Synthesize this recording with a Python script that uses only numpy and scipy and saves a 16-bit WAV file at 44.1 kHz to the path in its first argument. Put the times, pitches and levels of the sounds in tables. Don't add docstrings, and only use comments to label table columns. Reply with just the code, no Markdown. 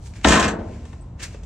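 import sys
import numpy as np
from scipy import signal
from scipy.fft import rfft, irfft, next_fast_len
from scipy.io import wavfile

SR = 44100
rng = np.random.default_rng(int(sys.argv[2]) if len(sys.argv) > 2 else 0)


def int16_out(signal):
    q = np.round(np.clip(np.atleast_2d(signal).T, -1, 1) * 32767)
    wavfile.write(sys.argv[1], SR, q.astype(np.int16))


N = 63945
T = np.arange(N) / SR
UNEVEN_DB = 1.5
CHATTER_PER_S = 450


# frequency in Hz, density in dB.
CRACK_SPECTRUM = [(500, -7), (3400, -1), (5000, -13.5), (7000, -16), (9000, -39.5)]
# frequency in Hz, level in dB.
EDGE_MODES = [(735, -11), (1320, -11.5), (1620, -16), (1850, -13.5)]
SLAM_S, EDGE_T60_S = 0.2437, 0.055
CRACK_DB, CRACK_RISE_S, CRACK_T60_S = -10, 0.0032, 0.045

def slam():
    attack = np.minimum(T / CRACK_RISE_S, 1) ** 2
    fall = np.interp(T - CRACK_RISE_S, T, decay(CRACK_T60_S))
    crack = from_db(CRACK_DB) * noise(CRACK_SPECTRUM, UNEVEN_DB) * attack * fall
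    edge = 0
    for hz, db in EDGE_MODES:
        arrival_s = SLAM_S + TRAVEL_1KHZ_S * np.sqrt(1000 / hz)
        edge += mode(hz, EDGE_T60_S, [arrival_s], [db])
    return strike(contacts([SLAM_S], [0]), crack + bending_wave()) + edge


# frequency along the sweep in Hz, level in dB.
SWEEP_LEVELS = [(110, -14.5), (1000, -11), (3500, -10), (9000, -34.5)]
TRAVEL_1KHZ_S = 0.0066

def bending_wave():
    hz = 1000 * (TRAVEL_1KHZ_S / (T + 1 / SR)) ** 2
    low_hz, high_hz = SWEEP_LEVELS[0][0], SWEEP_LEVELS[-1][0]
    in_band = (hz > low_hz) & (hz < high_hz)
    fade = np.clip(hz / low_hz - 1, 0, 1)
    sweep = np.sin(2 * np.pi * np.cumsum(hz * in_band) / SR)
    return in_band * fade * from_db(at_hz(SWEEP_LEVELS, hz)) * sweep


# start in seconds, level in dB.
BOX_HEAVES = [(0.25, -13), (.45, -27.5), (0.611, -24.5)]
BOOM_HZ, BOOM_RISE_S, BOOM_T60_S = 61.4, 0.008, 0.413

def boom():
    tone = np.sin(2 * np.pi * BOOM_HZ * T) * np.minimum(T / BOOM_RISE_S, 1) * decay(BOOM_T60_S)
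    return strike(contacts(*np.transpose(BOX_HEAVES)), tone[None])


# start in seconds, panel level in dB, frame level in dB, hardware level in dB.
DOOR_BLOWS = [(0.2495, -16.5, -20, -45), (.258, -23.5, -28, -25), (.272, -16.5, -15.5, -22.5),
              (0.284, -27.5, -25.5, -16), (.306, -19.5, -17, -21), (.320, -23, -15, -18.5),
              (0.334, -25.5, -22, -23.5), (.352, -37, -16.5, -22.5), (.374, -28.5, -22.5, -28.5),
              (.395, -29.5, -22, -22), (.426, -26, -17.5, -27.5), (.441, -28.5, -23, -29),
              (0.457, -31.5, -32.5, -48), (.479, -30.5, -32.5, -28.5), (.590, -35.5, -49.5, -67)]
# frequency in Hz, density in dB.
PANEL_SPECTRUM = [(70, -7), (200, -4.5), (320, -6.5), (480, -7), (680, -3.5), (1400, -27)]
FRAME_SPECTRUM = [(550, -25), (900, -3), (1400, -3), (1900, 5), (2600, -2), (3600, -10), (5000, -10),
                  (9000, -58)]
HARDWARE_SPECTRUM = [(1500, -33.5), (3000, 8.5), (4500, -8), (6600, 5), (9400, -8), (13400, -13)]
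# frequency in Hz, T60 in seconds.
STEEL_T60 = [(80, 0.5), (200, 1), (600, 0.66), (1000, 0.52), (2000, 0.22), (9000, 0.13)]
# frequency in Hz, relative level in dB, T60 in seconds.
DOOR_MODES = [(180.5, -9, 1.0), (211.7, -2.5, 0.63), (236, -16.5, 1.5), (285.2, -11.5, 0.77),
              (334.2, -8, 0.8), (458.5, -13.5, 0.92), (623.7, -10.5, 0.75), (713, -14, .45),
              (1283, -8.5, 0.29), (1518, -10.5, 0.39), (1642, -17, 0.3), (1826, -9.5, .28)]
MODE_GAIN_DB, PANEL_TOP_HZ = -2, 850

def door_rebounds():
    times, panel_db, frame_db, hardware_db = np.transpose(DOOR_BLOWS)
    out = strike(contacts(times, panel_db), noise(PANEL_SPECTRUM, t60s=STEEL_T60))
    for dbs, spectrum in (frame_db, FRAME_SPECTRUM), (hardware_db, HARDWARE_SPECTRUM):
        out += strike(contacts(times, dbs, chatter=True), noise(spectrum, UNEVEN_DB, STEEL_T60))
    for hz, db, t60 in DOOR_MODES:
        drive_db = panel_db if hz < PANEL_TOP_HZ else frame_db
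        out += mode(hz, t60, times, drive_db + db + MODE_GAIN_DB)
    return out


# start in seconds, level in dB, pitch in Hz.
BAR_SHAKES = [(0.251, -20.5, 1025), (0.318, -18.5, 1006), (.346, -15.5, 1008), (0.375, -14.5, 1039)]
BAR_T60_S, BAR_RATTLE_DB = 0.27, 1
HUM_RELATIVE_DB, HUM_T60_S = -37, 3.4

def locking_bar():
    rings = sum(mode(hz, BAR_T60_S, [s], [db]) for s, db, hz in BAR_SHAKES)
    rattle = from_db(BAR_RATTLE_DB * wander(T * CHATTER_PER_S))
    s, db, hz = BAR_SHAKES[-1]
    hum = mode(hz, HUM_T60_S, [s], [db + HUM_RELATIVE_DB])
    return rings * rattle + hum


# start in seconds, knock level in dB, clink level in dB, tick level in dB.
LATCH_CLANKS = [(0.853, -52, -45, -53), (0.930, -53, -43.5, -67), (1.3451, -37, -46, -55),
                (1.433, -47, -57, -48.5)]
# frequency in Hz, density in dB.
KNOCK_SPECTRUM = [(150, -14), (480, 16), (750, -1), (1500, -24)]
CLINK_SPECTRUM = [(700, 0), (1700, -1), (3500, -11), (8000, -21.5)]
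KNOCK_T60_S, CLANK_T60_S = 0.074, 0.076

def latch():
    times, knock_db, clink_db, tick_db = np.transpose(LATCH_CLANKS)
    knock = strike(contacts(times, knock_db), noise(KNOCK_SPECTRUM) * decay(KNOCK_T60_S))
    clink = strike(contacts(times, clink_db), noise(CLINK_SPECTRUM, UNEVEN_DB) * decay(CLANK_T60_S))
    tick = strike(contacts(times, tick_db), noise(HARDWARE_SPECTRUM, UNEVEN_DB) * decay(CLANK_T60_S))
    return knock + clink + tick


# frequency in Hz, level in dB.
TINK_MODES = [(8050, -46.5), (8700, -54.5)]
TINK_S, TINK_T60_S = 1.008, 0.096

def tink():
    buzz = wander(T * CHATTER_PER_S)
    return buzz * sum(mode(hz, TINK_T60_S, [TINK_S], [db]) for hz, db in TINK_MODES)


# peak time, rise and fall time constants in seconds, body and grit levels in dB.
# The row at 0.246 s is a brief rush of noise swelling into the slam's crack; the rest are scrapes.
NOISE_SWELLS = [(0.072, 0.04, 0.029, -58, -47.5), (0.165, 0.02, 0.05, -49.5, -52.5),
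                (0.246, 0.0048, 0.0061, -26.5, -43), (0.744, 0.16, 0.081, -53.5, -61.5),
                (.88, 0.061, 0.16, -59, -61.5), (1.202, 0.0057, 0.027, -38.5, -52.5),
                (1.232, 0.0066, 0.02, -33, -30), (1.334, 0.046, 0.08, -53, -57.5)]
# frequency in Hz, density in dB.
BODY_SPECTRUM = [(400, 2), (800, -9), (2100, 7), (2900, -3), (6000, -4.5)]
GRIT_SPECTRUM = [(1500, -9.5), (3800, 1), (7000, 3), (13400, -6)]
# start in seconds, level in dB.
GRIT_CLICKS = [(0.06, -48.5), (.137, -45.5), (0.157, -45.5), (0.213, -45)]
GRAINS_PER_S, GRAIN_DEPTH_DB, GRIT_T60_S = 1100, 2, 0.035

def scrapes_and_rush():
    body_gain, grit_gain = 0, 0
    for peak_s, rise_s, fall_s, body_db, grit_db in NOISE_SWELLS:
        swell = np.exp(-np.maximum((peak_s - T) / rise_s, (T - peak_s) / fall_s))
        body_gain += swell * from_db(body_db)
        grit_gain += swell * from_db(grit_db)
    grains = from_db(GRAIN_DEPTH_DB * np.tanh(wander(T * GRAINS_PER_S)))
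    ticks = strike(contacts(*np.transpose(GRIT_CLICKS)), noise(BODY_SPECTRUM) * decay(GRIT_T60_S))
    body = body_gain * noise(BODY_SPECTRUM, UNEVEN_DB)
    grit = grit_gain * noise(GRIT_SPECTRUM, UNEVEN_DB)
    return ticks + grains / rms(grains) * (body + grit)


# frequency in Hz, density in dB.
RUMBLE_SPECTRUM = [(25, -27.5), (45, -2), (70, -0.5), (110, -6.5), (400, -29), (900, -32), (1800, -52),
                   (13000, -73)]
RUMBLE_DB = -35.5

def outdoor_rumble():
    return from_db(RUMBLE_DB) * noise(RUMBLE_SPECTRUM)


CHATTER_TAU_S, CHATTER_DB = 0.0067, -3.5

def contacts(times, dbs, chatter=False):
    out = np.zeros(N)
    for s, db in zip(times, dbs):
        trail = rng.standard_normal(N) * (rng.random(N) < CHATTER_PER_S / SR)
        trail *= np.exp(-T / CHATTER_TAU_S) * from_db(CHATTER_DB) * chatter
        trail[0] = rng.choice([-1, 1])
        start = int(s * SR)
        out[start:] += from_db(db) * trail[:N - start] / np.linalg.norm(trail)
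    return out


def strike(clicks, response):
    return signal.fftconvolve(clicks[None], response, axes=1)[:, :N]


# frequency in Hz, left-right correlation, left minus right in dB.
STEREO_IMAGE = [(297, 0.92, -0.5), (700, 0.47, 7), (1324, 0.82, 1.5), (2430, 0.77, 1), (4500, 0.14, 0),
                (8000, 0.97, 0.5)]
SIDES = np.array([[1], [-1]])
UNEVEN_OCTAVES, WAVER_RAD = 0.02, 0.48

def noise(spectrum, uneven_db=0, t60s=None):
    edges = 22 * 2 ** np.arange(0, 9.6, 0.5)
    size, steady, out = next_fast_len(N + 4096), 0, 0
    octaves = np.log2(1 + np.arange(size // 2 + 1))
    bins = rfft(rng.standard_normal((2, 2, size)))
    narrow_peaks = from_db(uneven_db * wander(octaves / UNEVEN_OCTAVES))
    source = irfft(bins * narrow_peaks, size)
    for k, (low, high) in enumerate(zip(edges, edges[1:])):
        hz = np.sqrt(low * high)
        if not spectrum[0][0] / 2 < hz < spectrum[-1][0] * np.sqrt(2):
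            continue
        bandpass = signal.butter(2, [low, high], "band", fs=SR, output="sos")
        mid, side = signal.sosfilt(bandpass, source[k % 2])[:, -N:]
        correlation = at_hz(STEREO_IMAGE, hz)
        band = np.sqrt(1 + correlation) * mid + np.sqrt(1 - correlation) * side * SIDES
        band *= from_db(at_hz(spectrum, hz)) * balance(hz)
        steady += band
        out += band * (1 if t60s is None else decay(at_hz(t60s, hz)))
    return out / rms(steady)


def mode(hz, t60, times, dbs):
    retained = 10 ** (-6 / (t60 * SR))
    energy = signal.lfilter([1], [1, -retained], contacts(times, dbs) ** 2 + 1e-18)
    phase = 2 * np.pi * (hz * T + rng.random()) + WAVER_RAD * wander(T * 10 / t60)
    return balance(hz) * np.sqrt(energy) * np.sin(phase)


def balance(hz):
    return from_db(SIDES * at_hz(STEREO_IMAGE, hz, column=2) / 2)


def decay(t60):
    return np.exp(-np.log(1000) * T / t60)


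def wander(steps):
    return np.interp(steps, np.arange(N), rng.standard_normal(N))


def at_hz(table, hz, column=1):
    table = np.array(table)
    return np.interp(np.log(hz), np.log(table[:, 0]), table[:, column])


def from_db(db):
    return 10 ** (np.asarray(db) / 20)


def rms(x):
    return np.sqrt(np.mean(x ** 2) + 1e-20)


def scene():
    door = slam() + boom() + door_rebounds() + locking_bar()
    return door + latch() + tink() + scrapes_and_rush() + outdoor_rumble()


LEFT_LAG_SAMPLES, MONO_BELOW_HZ = 1.186, 280
TREBLE_EDGE_HZ, TOP_MID_DB, CUTOFF_HZ = 9510, -44, 16000

def record(dry):
    late_left = np.interp(T - LEFT_LAG_SAMPLES / SR, T, dry[0])
    left, right = np.tanh([late_left, dry[1]])
    mid, side = (left + right) / 2, (left - right) / 2
    side = signal.sosfilt(signal.butter(3, MONO_BELOW_HZ, "high", fs=SR, output="sos"), side)
    lower_mid = signal.sosfiltfilt(signal.butter(10, TREBLE_EDGE_HZ, fs=SR, output="sos"), mid)
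    mid = lower_mid + from_db(TOP_MID_DB) * (mid - lower_mid)
    lowpass = signal.ellip(10, 0.1, 80, CUTOFF_HZ, fs=SR, output="sos")
    return signal.sosfilt(lowpass, [mid + side, mid - side])


dry = scene()
out = record(dry)
int16_out(out)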